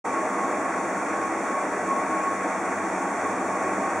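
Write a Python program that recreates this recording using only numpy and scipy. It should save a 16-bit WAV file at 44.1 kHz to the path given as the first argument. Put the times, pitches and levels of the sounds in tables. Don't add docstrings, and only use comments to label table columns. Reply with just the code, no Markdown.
import sys
import numpy as np
from scipy import signal
from scipy.fft import rfft, irfft
from scipy.io import wavfile
from scipy.ndimage import uniform_filter1d

SR = 44100
rng = np.random.default_rng(int(sys.argv[2]) if len(sys.argv) > 2 else 0)


def wav_out(sig):
    wavfile.write(sys.argv[1], SR, np.round(np.clip(np.atleast_2d(sig).T, -1, 1) * 32767).astype(np.int16))


N = 176400

# frequency_hz, relative_db
RUSH_SPECTRUM = [(20, -63), (48, -52), (66, -24), (90, -18.5), (150, -14), (185, -6), (240, -4),
                 (265, -3.5), (390, 1), (440, 0), (560, -1), (660, 2.5), (820, 2.5), (1020, -1),
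                 (1400, -2.5), (1900, -6), (2350, -8), (2750, -18.5), (3500, -23.5), (5000, -29),
                 (9000, -50)]
# time_s, relative_db
WHINE_ENVELOPE = [(0.05, -36.5), (0.2, -31.5), (0.3, -41.5), (0.44, -33), (0.61, -38), (0.7, -32.5),
                  (0.97, -39), (1.28, -32), (1.41, -42), (1.48, -36), (1.63, -31.5), (1.7, -43),
                  (1.85, -43), (1.91, -26.5), (2.0, -29.5), (2.05, -38), (2.12, -28.7), (2.32, -31.5),
                  (2.57, -37), (2.83, -37.0), (2.92, -45), (3.1, -36.7), (3.19, -43.1), (3.27, -29),
                  (3.38, -48), (3.46, -32), (3.69, -37), (3.78, -29.7), (4.0, -43.2)]
# shaft_order, level_db
SHAFT_TONES = [(1, -41.5), (2, -49), (4, -45.5)]
# pitch_hz, half_width_hz, level_db
TRUSS_MODES = [(195.4, 12.6, -47), (212.6, 8.2, -48), (260.2, 11.5, -44), (289, 19, -43), (322, 20, -41.5),
               (337, 7.8, -45), (384, 23, -49.5), (479.5, 20, -43.5), (608, 39, -40.5), (757, 35, -41.5),
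               (921, 4.9, -43.5), (1946, 18, -48), (2316, 13, -56), (2410, 14, -58)]
# start_s, length_s, pitch_hz, level_db
ROLLER_GROANS = [(0.164, 0.2, 619, -33), (1.216, .2, 327, -34), (2.08, 0.133, 320, -36),
                 (2.4, 0.11, 326, -37)]
# pitch_hz, level_db
MOTOR_PARTIALS = [(97.5, -60), (190, -48.5)]
# frequency_hz, relative_db
HISS_SPECTRUM = [(1000, -12.5), (3000, -7.5), (4500, -15), (5500, 1), (6300, 3), (7400, 2.5), (9000, -3),
                 (10000, -7), (11000, -14.5), (11700, -32), (12800, -53), (14000, -29), (15000, -19.5),
                 (15700, -17)]
# frequency_hz, gain_db
STEREO_WIDTH = [(30, -20), (120, -23), (250, -27), (500, -20), (1000, -15.5), (2000, -10.5), (3500, -8.5),
                (6000, -5.5), (8000, -3), (10500, -.5), (15000, 2)]
NOTCH_CENTRES = [3010, 4010, 4990, 12100, 13450]
NOTCH_WIDTHS = [386, 465, 386, 700, 700]


def step_rush(level_db=-28.5, swell_db=0.32, flutter_db=0.25):
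    level = amp(level_db + swell_db * wander(4) + flutter_db * wander(30))
    return level * shaped_noise(RUSH_SPECTRUM, patch_db=0.8)


def gear_whine(mesh_hz=1098.3, shaft_hz=24.8, waver_hz=1.46, smear_hz=6.2, trim_db=1):
    t = np.arange(N) / SR
    swells = amp(trim_db + np.interp(t, *np.transpose(WHINE_ENVELOPE)))
    mesh = phasor(mesh_hz + waver_hz * wander(2.84))
    mid = unit((mesh * (1 + 0.46 * drift(10.2))).real)
    side = 0.65 * unit((mesh * drift(smear_hz)).real)
    whine = swells * np.array([mid, side])
    for order, db in SHAFT_TONES:
        tone = mesh * phasor(round(order) * shaft_hz)
        whine += amp(db) * np.array([unit((tone * drift(smear_hz)).real) for _ in range(2)])
    return whine


def truss_ring(jolt_db=0.5, jolt_hz=5.8):
    jolts = unit(amp(jolt_db * wander(jolt_hz)))
    hz = np.fft.rfftfreq(N, 1 / SR)
    power = np.zeros_like(hz)
    for pitch, half_width, db in TRUSS_MODES:
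        resonance = unit(1 / (1 + ((hz - pitch) / half_width) ** 2))
        power += (amp(db) * resonance) ** 2
    shaking = rng.standard_normal((2, N))
    return jolts * irfft(rfft(shaking) * np.sqrt(power), N)


def roller_groans(waver_hz=3.95):
    t = np.arange(N) / SR
    groans = np.zeros(N)
    for start, length, pitch, db in ROLLER_GROANS:
        arch = np.sin(np.pi * np.clip((t - start) / length, 0, 1))
        tone = unit(phasor(pitch + waver_hz * wander(15.5)).real)
        groans += amp(db) * arch * tone
    return groans


def motor_hum(rise_db_per_s=2.3, wobble=1.1):
    climb = amp(rise_db_per_s * (np.arange(N) - N / 2) / SR)
    hum = np.zeros((2, N))
    for channel in hum:
        for pitch, db in MOTOR_PARTIALS:
            partial = phasor(pitch) * (1 + wobble * drift(5.4))
            channel += amp(db) * unit(partial.real)
    return climb * hum


def camera_hiss(level_db=-46, flicker_db=0.53):
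    return amp(level_db + flicker_db * wander(30)) * shaped_noise(HISS_SPECTRUM, patch_db=0)


def amp(db):
    return 10 ** (np.asarray(db) / 20)


def unit(x):
    return x / np.sqrt(np.mean(abs(x) ** 2) + 1e-20)


def equalise(sound, curve):
    hz = np.fft.rfftfreq(N, 1 / SR)
    points_hz, points_db = np.transpose(curve)
    gain_db = np.interp(np.log(hz + 1), np.log(points_hz + 1), points_db)
    return irfft(rfft(sound) * amp(gain_db), N)


def drift(rate_hz):
    hz = np.fft.fftfreq(N, 1 / SR)
    spectrum = rng.standard_normal(N) + 1j * rng.standard_normal(N)
    return unit(np.fft.ifft(spectrum / (1 + (hz / rate_hz) ** 4)))


def wander(rate_hz):
    return unit(drift(rate_hz).real)


def phasor(hz):
    return np.exp(2j * np.pi * np.cumsum(hz * np.ones(N)) / SR)


def shaped_noise(spectrum, patch_db):
    grid = (513, N // 256 + 6)
    grains = rng.standard_normal((2, *grid)) + 1j * rng.standard_normal((2, *grid))
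    patches = uniform_filter1d(rng.standard_normal(grid), size=9, axis=0)
    patches = unit(uniform_filter1d(patches, size=14, axis=1))
    _, mottled = signal.istft(grains * amp(patch_db * patches), nperseg=1024, noverlap=768)
    return unit(equalise(mottled[:, :N], spectrum))


def scene():
    mid, side = step_rush() + gear_whine() + truss_ring() + motor_hum() + camera_hiss()
    side = equalise(side, STEREO_WIDTH)
    return np.array([mid + side, mid - side]) + roller_groans()


def record(dry, start_s=0.041, fade_s=0.014, cutoff_hz=15750):
    hz = np.fft.rfftfreq(N, 1 / SR)
    notches = np.ones_like(hz)
    for centre, half_width in zip(NOTCH_CENTRES, NOTCH_WIDTHS):
        notches *= abs(hz - centre) / np.hypot(hz - centre, half_width)
    fade_in = np.clip((np.arange(N) / SR - start_s) / fade_s, 0, 1)
    sound = fade_in * irfft(rfft(dry) * notches, N)
    lowpass = signal.firwin(1023, cutoff_hz, window=("kaiser", 9), fs=SR)
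    return signal.oaconvolve(sound, lowpass[None], "same")


dry = scene()
out = record(dry)
wav_out(out)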